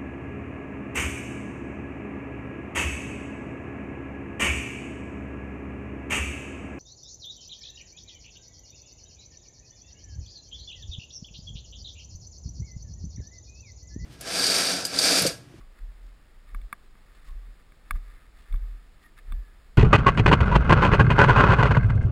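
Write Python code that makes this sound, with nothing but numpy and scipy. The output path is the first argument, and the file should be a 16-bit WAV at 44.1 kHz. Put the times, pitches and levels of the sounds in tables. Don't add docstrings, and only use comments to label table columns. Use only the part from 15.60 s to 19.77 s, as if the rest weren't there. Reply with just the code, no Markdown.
import sys
import numpy as np
from scipy import signal
from scipy.fft import rfft, irfft
from scipy.io import wavfile

SR = 44100
rng = np.random.default_rng(int(sys.argv[2]) if len(sys.argv) > 2 else 0)


def store_wav(level_fs):
    pcm = np.round(np.clip(np.atleast_2d(level_fs), -1, 1) * 32767)
    wavfile.write(sys.argv[1], SR, pcm.T.astype(np.int16))


N = 183985
TIME = np.arange(N) / SR

# t/s at the height, level/dB, f/Hz, rise/s, lopsidedness/0-1,
# rebound delay/s, rebound level/dB, settling delay/s, settling level/dB, packing snow level/dB
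FOOTFALLS = [(0.239, -30.5, 34.8, 0.031, .02, 0.054, -36, 0.2, -39.5, -84),
             (0.964, -26, 33, 0.036, 0.07, 0.075, -32, 0.2, -51, -81),
             (1.72, -31, 30.6, 0.038, 0.11, 0.041, -32, 0.13, -38.5, -76),
             (2.35, -21, 31, 0.03, 0.21, .04, -42, 0.11, -39, -65.5),
             (2.946, -17.5, 33.3, 0.031, 0.05, 0.08, -27.5, 0.16, -31.5, -69.5),
             (3.749, -23.5, 32, 0.063, 0.11, 0.049, -27, .124, -51, -74.5)]
# t/s, level/dB,
# brightness/(dB per octave)
CASE_TICKS = [(0.9471, -32.5, -3.5), (1.015, -49, 20), (1.1277, -21, -3), (1.3532, -51, -3),
              (2.121, -49, 5), (2.3087, -16.5, -0.5), (2.356, -42.5, -8), (2.926, -42, 19.5),
              (2.941, -39.5, -9), (2.959, -47, 20), (3.7218, -38.5, -12), (3.7225, -38, 20.5)]
# f/Hz, relative level/dB, base t60/s
CASE_MODES = [(693, -23.5, 0.088), (1172, 11.5, 0.019), (1660, 6, 0.024), (1815, -11, 0.043),
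              (2225, 11, 0.013), (2700, -9, 0.021), (3507, -4, 0.018), (4670, -46, .014)]
# f/Hz, width/Hz, relative level/dB
SHELL_BANDS = [(1209, 123, 4), (1797, 248, 2.5), (2170, 190, 0), (2563, 230, -7.5), (3534, 167, -5.5),
               (4570, 3400, -17)]
# t/s at the height, level/dB, half length/s
BOOT_SCUFFS = [(0.005, -59.5, 0.011), (0.189, -62.5, 0.0041), (0.892, -65, .018), (1.606, -66, 0.16),
               (2.006, -63.5, .009), (2.362, -55.5, 0.0094), (2.787, -62, 0.03), (3.443, -64.5, 0.041),
               (3.584, -49.5, 0.0092)]
# t/s at the height, level/dB, half length/s, f/Hz, glide/(octaves per s)
SPIKE_SQUEAKS = [(0.01, -68, 0.041, 1126, -0.71), (1.697, -62, 0.015, 1097, -0.76),
                 (3.458, -58.5, 0.0162, 1868, -0.83), (3.818, -67.5, 0.083, 1717, -.1)]
# t/s at the height, level/dB, half length/s
TROUSER_SWISHES = [(0.45, -66, 0.031), (1.562, -62, 0.018), (1.683, -59, 0.031), (2.81, -61.5, 0.032),
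                   (3.438, -62.5, 0.02)]
# f/Hz, relative level/dB
NYLON_SPECTRUM = [(100, -53), (700, -9), (1300, -8), (2800, 2.5), (4300, 0), (5600, 3)]
# f/Hz, relative level/dB
WIND_SPECTRUM = [(10, -16.5), (22, -1.5), (38, -4), (50, -8), (70, -24), (110, -37.5), (250, -60),
                 (600, -61)]
# f/Hz, relative level/dB
HISS_SPECTRUM = [(60, 8), (130, 2.5), (240, 0), (330, -2.5), (600, -5.5), (1000, -8), (2000, -10.5),
                 (3000, -13), (4200, -14.5), (5600, -15)]

CONVERTER_HZ, ALIAS_EDGE_HZ, CUTOFF_HZ = 12000, 5620, 16000
LEAN_BEFORE_S, LEAN_DB, LEAN_HZ, LEAN_S = 0.125, -47.5, 28.7, 0.054
JOLT_FADE_S, SETTLE_S = 0.035, 0.086
REBOUND_HZ, REBOUND_RISE_S, REBOUND_FADE_S = 39.44, 0.02, 0.031
TICK_EDGE_HZ, EDGE_GROWTH = 5700, 1.74
SOFT_RING_SCALE, RING_DAMPING = 1.34, 1.9
THUD_CAP_DB, THUD_LOSS = -40, 0.44
BITE_BEFORE_S, BITE_S = 0.06, 0.025
BITE_DB, BITE_FOLLOWS = -50, 0.59
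PACK_AFTER_S, PACK_S, PACK_REST_DB = 0.16, 0.1, -71.5


def helmet(rub_db=-26):
    swing, effort = np.zeros(N), np.zeros(N)
    for at, db, hz, rise_s, lopsided, rebound_s, rebound_db, settle_s, settle_db, _ in FOOTFALLS:
        phase = 2 * np.pi * hz * (TIME - at)
        lean = shudder(at - LEAN_BEFORE_S, LEAN_DB, LEAN_S, LEAN_S)
        jolt = shudder(at, db, rise_s, JOLT_FADE_S)
        back = shudder(at + rebound_s, rebound_db, REBOUND_RISE_S, REBOUND_FADE_S)
        back += shudder(at + settle_s, settle_db, SETTLE_S, SETTLE_S)
        swing += lean * np.cos(2 * np.pi * LEAN_HZ * (TIME - at + LEAN_BEFORE_S))
        swing += jolt * (np.cos(phase) + lopsided * np.cos(2 * phase))
        swing += back * np.cos(2 * np.pi * REBOUND_HZ * (TIME - at - rebound_s))
        effort += lean ** 2 + jolt ** 2 + back ** 2
    padding = noise([(30, -29), (60, 1.5), (85, -5), (150, -16.5), (230, -25.5), (400, -31),
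                     (1000, -37), (3000, -48)])
    return swing + from_db(rub_db) * np.sqrt(effort + 1e-12) * padding


def case_ticks(low_cut_hz=600, grit_db=-28, grit_growth=18, grit_t60=0.018, thud_hz=205, thud_t60=0.029):
    hz, mode_db, t60 = np.transpose(CASE_MODES)[:, :, None]
    signs = (-1) ** np.arange(len(CASE_MODES))[:, None]
    age, out = np.arange(SR // 10) / SR, np.zeros(N + SR)
    thud = decay(age, thud_t60) * np.sin(2 * np.pi * thud_hz * age)
    thud = signal.sosfilt(signal.butter(2, 2 * thud_hz, fs=SR, output="sos"), thud)
    for at, db, tilt_db in CASE_TICKS:
        force = from_db(db)
        strength = signs * from_db(mode_db + tilt_db * np.log2(hz / hz[1]))
        ring_s = t60 * SOFT_RING_SCALE / (1 + RING_DAMPING * force)
        modes = decay(age, ring_s) * np.sin(2 * np.pi * hz * age)
        ring = (strength * modes).sum(0) / np.linalg.norm(strength)
        slip = from_db(grit_db) * (1 + grit_growth * force)
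        grit = slip * decay(age, grit_t60) * rng.standard_normal(len(age))
        edge_hz = min(TICK_EDGE_HZ * (1 + EDGE_GROWTH * force), CUTOFF_HZ)
        contact = signal.butter(3, [low_cut_hz, edge_hz], "band", fs=SR, output="sos")
        tick = signal.sosfilt(contact, ring + grit)
        thud_db = min(db, THUD_CAP_DB) - THUD_LOSS * max(tilt_db, 0)
        start = int(at * SR)
        out[start:start + len(age)] += force * tick + from_db(thud_db) * thud
    return out[:N]


def snow():
    packing = sum(from_db(db) * swell(at + PACK_AFTER_S, PACK_S) for at, *_, db in FOOTFALLS)
    biting = sum(from_db(BITE_DB + BITE_FOLLOWS * db) * swell(at - BITE_BEFORE_S, BITE_S)
                 for at, db, *_ in FOOTFALLS)
    scuffing = sum(from_db(db) * swell(at, half_s) for at, db, half_s in BOOT_SCUFFS)
    fine = crunch(grains_per_s=5000, spread_db=4.0)
    coarse = crunch(grains_per_s=2500, spread_db=3.5)
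    return (from_db(PACK_REST_DB) + packing) * fine + (biting + scuffing) * coarse


def crunch(grains_per_s, spread_db):
    sizes = from_db(spread_db * np.minimum(rng.exponential(1, N), 4))
    signs = rng.choice([-1, 1], N)
    clicks = sizes * signs * (rng.random(N) < grains_per_s / SR)
    return rms_one(sum((-1) ** k * from_db(db) * resonate(clicks, hz, width)
                       for k, (hz, width, db) in enumerate(SHELL_BANDS)))


def squeaks(waver=0.0188, rough_db=4.5):
    out = np.zeros(N)
    for at, db, half_s, hz, glide in SPIKE_SQUEAKS:
        octaves = glide * np.clip(TIME - at, -2 * half_s, 2 * half_s)
        pitch = hz * 2 ** octaves * (1 + waver * drift(96))
        tone = np.sin(2 * np.pi * np.cumsum(pitch) / SR) * from_db(rough_db * drift(42))
        out += from_db(db) * swell(at, half_s) * rms_one(tone)
    return out


def trousers(flutter_db=6.5):
    sliding = sum(from_db(db) * swell(at, half_s) for at, db, half_s in TROUSER_SWISHES)
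    flutter = from_db(flutter_db * np.tanh(drift(100)))
    return sliding * flutter * noise(NYLON_SPECTRUM)


def wind(level_db=-52, gust_db=1.0):
    return from_db(level_db + gust_db * drift(0.81)) * noise(WIND_SPECTRUM)


def hiss(level_db=-60):
    return from_db(level_db) * noise(HISS_SPECTRUM)


def shudder(at, db, rise_s, fade_s):
    return from_db(db) * swell(at, np.where(TIME < at, rise_s, fade_s) / np.sqrt(2))


def swell(at, half_s):
    return np.exp(-0.5 * np.minimum(((TIME - at) / half_s) ** 2, 100))


def decay(age, t60):
    return np.exp(-np.log(1000) * age / t60)


def resonate(x, hz, width_hz):
    r = np.exp(-np.pi * width_hz / SR)
    feedback = [1, -2 * r * np.cos(2 * np.pi * hz / SR), r * r]
    return signal.lfilter(np.array([1, 0, -1]) * (1 - r * r) / 2, feedback, x + 1e-18)


def noise(spectrum):
    hz, db = np.transpose(spectrum)
    bins = np.maximum(np.arange(N // 2 + 1) * SR / N, 1)
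    colour = from_db(np.interp(np.log(bins), np.log(hz), db))
    return rms_one(irfft(rfft(rng.standard_normal(N)) * colour, N))


def drift(rate_hz):
    bins = np.arange(N // 2 + 1) * SR / N
    return rms_one(irfft(rfft(rng.standard_normal(N)) / (1 + (bins / rate_hz) ** 2), N))


def low_pass(x, edge_hz, taps):
    return signal.fftconvolve(x, signal.firwin(taps, edge_hz, fs=SR), "same")


def from_db(db):
    return 10 ** (np.asarray(db) / 20)


def rms_one(x):
    return x / np.sqrt(np.mean(x ** 2) + 1e-20)


def scene():
    return (helmet() + case_ticks() + snow() + squeaks() + trousers() + wind() + hiss())[None]


def record(dry):
    smooth = low_pass(dry[0], ALIAS_EDGE_HZ, taps=81)
    slow = signal.resample_poly(smooth, 4 * CONVERTER_HZ, SR)[::4]
    held = signal.resample_poly(np.repeat(slow, 4), SR, 4 * CONVERTER_HZ)[:N]
    return low_pass(held, CUTOFF_HZ, taps=201)[None]


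dry = scene()
out = record(dry)
store_wav(out)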